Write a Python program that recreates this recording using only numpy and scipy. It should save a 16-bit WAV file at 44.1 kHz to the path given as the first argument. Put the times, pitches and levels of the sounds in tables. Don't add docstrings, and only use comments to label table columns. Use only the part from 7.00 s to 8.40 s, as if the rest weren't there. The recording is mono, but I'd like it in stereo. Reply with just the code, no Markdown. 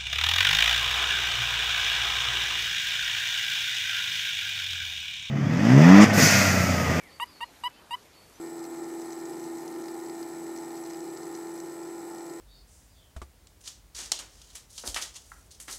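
import sys
import numpy as np
from scipy import signal
from scipy.io import wavfile

SR = 44100
rng = np.random.default_rng(int(sys.argv[2]) if len(sys.argv) > 2 else 0)


def generate_wav(signal):
    frames = np.transpose(np.atleast_2d(signal))
    scaled = np.clip(frames, -1, 1) * 32767
    pcm = np.round(scaled).astype(np.int16)
    wavfile.write(sys.argv[1], SR, pcm)


N = 61739
T = np.arange(N) / SR
ROLLOFF_HZ, CUTOFF_HZ = 14000, 15300


def from_db(db):
    return 10 ** (np.asarray(db) / 20)


def unit_rms(x):
    return x / np.sqrt(np.mean(x ** 2) + 1e-20)


def panned(x, pan_db):
    return x * from_db(np.array([[.5], [-.5]]) * pan_db)


def at_hz(points, hz):
    freqs, values = np.transpose(points)
    return np.interp(np.log(hz), np.log(freqs), values)


def drift(rate_hz):
    pole = np.exp(-2 * np.pi * rate_hz / SR)
    return unit_rms(signal.lfilter([1], [1, -2 * pole, pole * pole], rng.standard_normal(2 * N))[N:])


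def band(x, low_hz, high_hz):
    sos = signal.butter(2, [low_hz, min(high_hz, SR / 2 - 100)], "band", fs=SR, output="sos")
    return signal.sosfilt(sos, x)


def narrow_noise(hz, width_hz):
    return unit_rms(band(rng.standard_normal(2 * N), hz - width_hz / 2, hz + width_hz / 2)[N:])


def ramp(x):
    return np.sin(np.pi / 2 * np.clip(x, 0, 1))


def scattered(x, t60_s):
    tails = rng.standard_normal((2, N)) * from_db(-60 * T / t60_s)
    tails /= np.sqrt(np.sum(tails ** 2, axis=1, keepdims=True))
    return signal.fftconvolve(np.atleast_2d(x), tails, axes=1)[:, :N]


# f/Hz, relative level/dB
AIR_SPECTRUM = [(15, -49), (25, -12.5), (76, -1.5), (151, -6.5), (173, -6.5), (257, -4), (472, -5.5),
                (511, -6.5), (991, -7.5), (2500, -13), (3010, -14.5), (3730, -14), (14000, -28)]
# f/Hz, correlation coefficient
AIR_CORRELATION = [(60, 0.84), (150, 0.26), (380, 0.37), (940, 0.18), (2370, 0.1), (5940, -0.00024),
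                   (14900, -0.13)]

def open_air(level_db=-54, flicker_db=2, hum_db=-73.5):
    edges_hz = 20 * 2 ** np.arange(0, 10.1, .5)
    white = rng.standard_normal((2, 2, 2 * N))
    air = 0
    for k, (low, high) in enumerate(zip(edges_hz, edges_hz[1:])):
        mid, side = band(white[k % 2], low, high)[:, N:]
        hz = np.sqrt(low * high)
        alike = np.clip(at_hz(AIR_CORRELATION, hz), -1, 1)
        gain = from_db(at_hz(AIR_SPECTRUM, hz) + flicker_db * drift(8.5))
        air += gain * (np.sqrt(1 + alike) * mid + np.sqrt(1 - alike) * side * [[1], [-1]])
    hum = from_db(hum_db) * narrow_noise(hz=82.6, width_hz=9.9)
    return panned(from_db(level_db) * unit_rms(air) + hum, pan_db=.56)


# onset t/s, duration/s, first f/Hz, middle f/Hz, last f/Hz, level/dB
BIRD_WHISTLES = [(-.03, 0.14, 2480, 2200, 1690, -55), (0.093, 0.08, 4390, 4560, 4730, -56),
                 (.265, 0.051, 4740, 4870, 4560, -58), (0.312, .08, 4546, 4440, 4260, -56),
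                 (.42, 0.097, 4020, 4230, 3730, -65), (0.556, 0.023, 4350, 3900, 3500, -59.5),
                 (.70, 0.078, 2750, 2620, 2960, -65.5), (0.758, 0.053, 3020, 3073, 3100, -63),
                 (1.149, .045, 4460, 4460, 4403, -55.5), (1.114, 0.23, 4500, 4485, 4477, -74),
                 (1.335, .04, 6020, 5980, 6100, -63)]

def birds(waver=.0046, echo_db=1.5):
    direct = 0
    for start, length, *glide_hz, db in BIRD_WHISTLES:
        along = np.clip((T - start) / length, 0, 1)
        parabola = np.polyfit([0, .5, 1], glide_hz, 2)
        hz = np.polyval(parabola, along) * (1 + waver * drift(138))
        envelope = np.sqrt(ramp(2 * along) * ramp(2 - 2 * along))
        direct += from_db(db) * envelope * np.sin(2 * np.pi * np.cumsum(hz) / SR)
    return direct + from_db(echo_db) * scattered(direct, t60_s=.68)


# t/s, level/dB
RUSTLE_ENVELOPE = [(0, -61), (.5, -63.5), (.58, -59.5), (.78, -66.5), (.98, -61.5), (1.12, -66),
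                   (1.28, -60), (1.4, -60.5)]

def grass_rustle(grain_db=.5):
    grainy = rng.standard_normal((2, N)) * from_db(grain_db * drift(230))
    envelope = from_db(np.interp(T, *np.transpose(RUSTLE_ENVELOPE)))
    return envelope * unit_rms(band(grainy, 2700, 15000))


# onset t/s, level/dB
GRASS_TICKS = [(0.036, -47), (.2595, -48), (.603, -52), (.699, -51.5), (1.056, -53), (1.298, -50)]

def grass_ticks(decay_s=.002):
    envelope = 0
    for start, db in GRASS_TICKS:
        envelope += from_db(db) * (T >= start) * np.exp(-np.clip((T - start) / decay_s, 0, 20))
    return envelope * unit_rms(band(rng.standard_normal((2, N)), 4700, CUTOFF_HZ))


# f/Hz, relative level/dB, 60 dB decay time/s
THROAT_MODES = [(1159, -3, 0.029), (2200, -9.5, 0.016), (2930, -2, 0.0079)]

def pop(start, level_db, rise_s=.0015):
    age = np.maximum(T - start, 0)
    ringing = 0
    for hz, db, t60 in THROAT_MODES:
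        decay_db = 60 * np.minimum(age / t60, 10)
        ringing += from_db(db - decay_db) * np.sin(2 * np.pi * hz * age)
    return from_db(level_db) * ramp(age / rise_s) ** 2 * ringing


# t/s, level/dB
OPENING_POPS = [(0.1986, -21), (0.4055, -30.5), (0.6368, -29.5), (0.907, -36)]

def opening_pops():
    return sum(pop(*row) for row in OPENING_POPS)


# relative level/dB, change when pressed/dB, left-right/dB
BUZZ_HARMONICS = [(-0.5, 4, -1), (-14.5, 8.5, -2.5), (-3.5, 1.5, -6), (-19.5, -7, 14), (-20, -1.5, -1),
                  (-37.5, 1.5, 4), (-34, -8, -13), (-23.5, -8, 9), (-20.5, -6, -2), (-27, -8.5, 14),
                  (-32.5, -4.5, -19.5), (-29, 0, 7), (-32, 6, 2), (-28, -17, -1)]

def chirp(start, length, slack_hz, pressed_hz, level_db, swell_db, push_s, rise_s, second_db, treble_db):
    attack_s, release_s = .003, .013
    jitter, end_sag = .0052, .0066
    flutter_hz, top_flutter_db, shimmer_db = 140, 4.5, .03
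    rasp_db, treble_from_hz = -25, 6500
    age = T - start
    effort = .5 + .5 * np.tanh((age - push_s) / (2 * rise_s))
    release = ramp((length - age) / release_s)
    hz = slack_hz + (pressed_hz - slack_hz) * effort
    hz *= 1 + jitter * drift(flutter_hz) - end_sag * (1 - release)
    phase = 2 * np.pi * np.cumsum(hz) / SR
    tone = 0
    for k, (db, pressed_db, pan_db) in enumerate(BUZZ_HARMONICS, 1):
        flutter_db = top_flutter_db * k / len(BUZZ_HARMONICS) * drift(flutter_hz)
        colour_db = second_db * (k == 2) + treble_db * (k * pressed_hz > treble_from_hz)
        gain = from_db(db + pressed_db * effort + colour_db + flutter_db)
        fade = release ** (.04 * (k - 1))
        tone -= panned(gain * fade * np.cos(k * phase), pan_db)
    rasp = sum(from_db(rasp_db + db) * narrow_noise(f, width_hz=155) for f, db, _ in THROAT_MODES)
    amplitude = from_db(level_db + swell_db * (effort - 2) - shimmer_db * drift(flutter_hz))
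    return (tone + rasp) * amplitude * ramp(age / attack_s) * release


# onset t/s, duration/s, slack f/Hz, pressed f/Hz, reference level/dB, swell/dB,
# delay of the push/s, its time constant/s, second-harmonic gain/dB, treble gain/dB
RELEASE_CHIRPS = [(0.2012, 0.043, 923.4, 986, -28, 2.5, 0.0191, 0.0036, 3, 3),
                  (.4080, .0380, 922.6, 972, -28.5, 3, 0.021, 0.0035, 4.5, -2),
                  (0.6359, 0.047, 956.7, 1005, -29, 0.5, 0.0216, 0.0062, -0.5, -3.5),
                  (0.9075, 0.049, 938, 997, -28, 2.5, 0.027, 0.0033, -1, -2.5)]

def toad(closing_db=-38, closing_lead_s=.003, scatter_db=-20):
    direct = opening_pops() + sum(chirp(*row) for row in RELEASE_CHIRPS)
    for start, length, *_ in RELEASE_CHIRPS:
        direct += pop(start + length - closing_lead_s, closing_db)
    return direct + from_db(scatter_db) * scattered(direct, t60_s=.16)


def scene():
    return toad() + birds() + grass_rustle() + grass_ticks() + open_air()


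def record(dry):
    dull = signal.sosfilt(signal.butter(6, ROLLOFF_HZ, fs=SR, output="sos"), dry)
    return signal.sosfilt(signal.ellip(10, .1, 80, CUTOFF_HZ, fs=SR, output="sos"), dull)


dry = scene()
out = record(dry)
generate_wav(out)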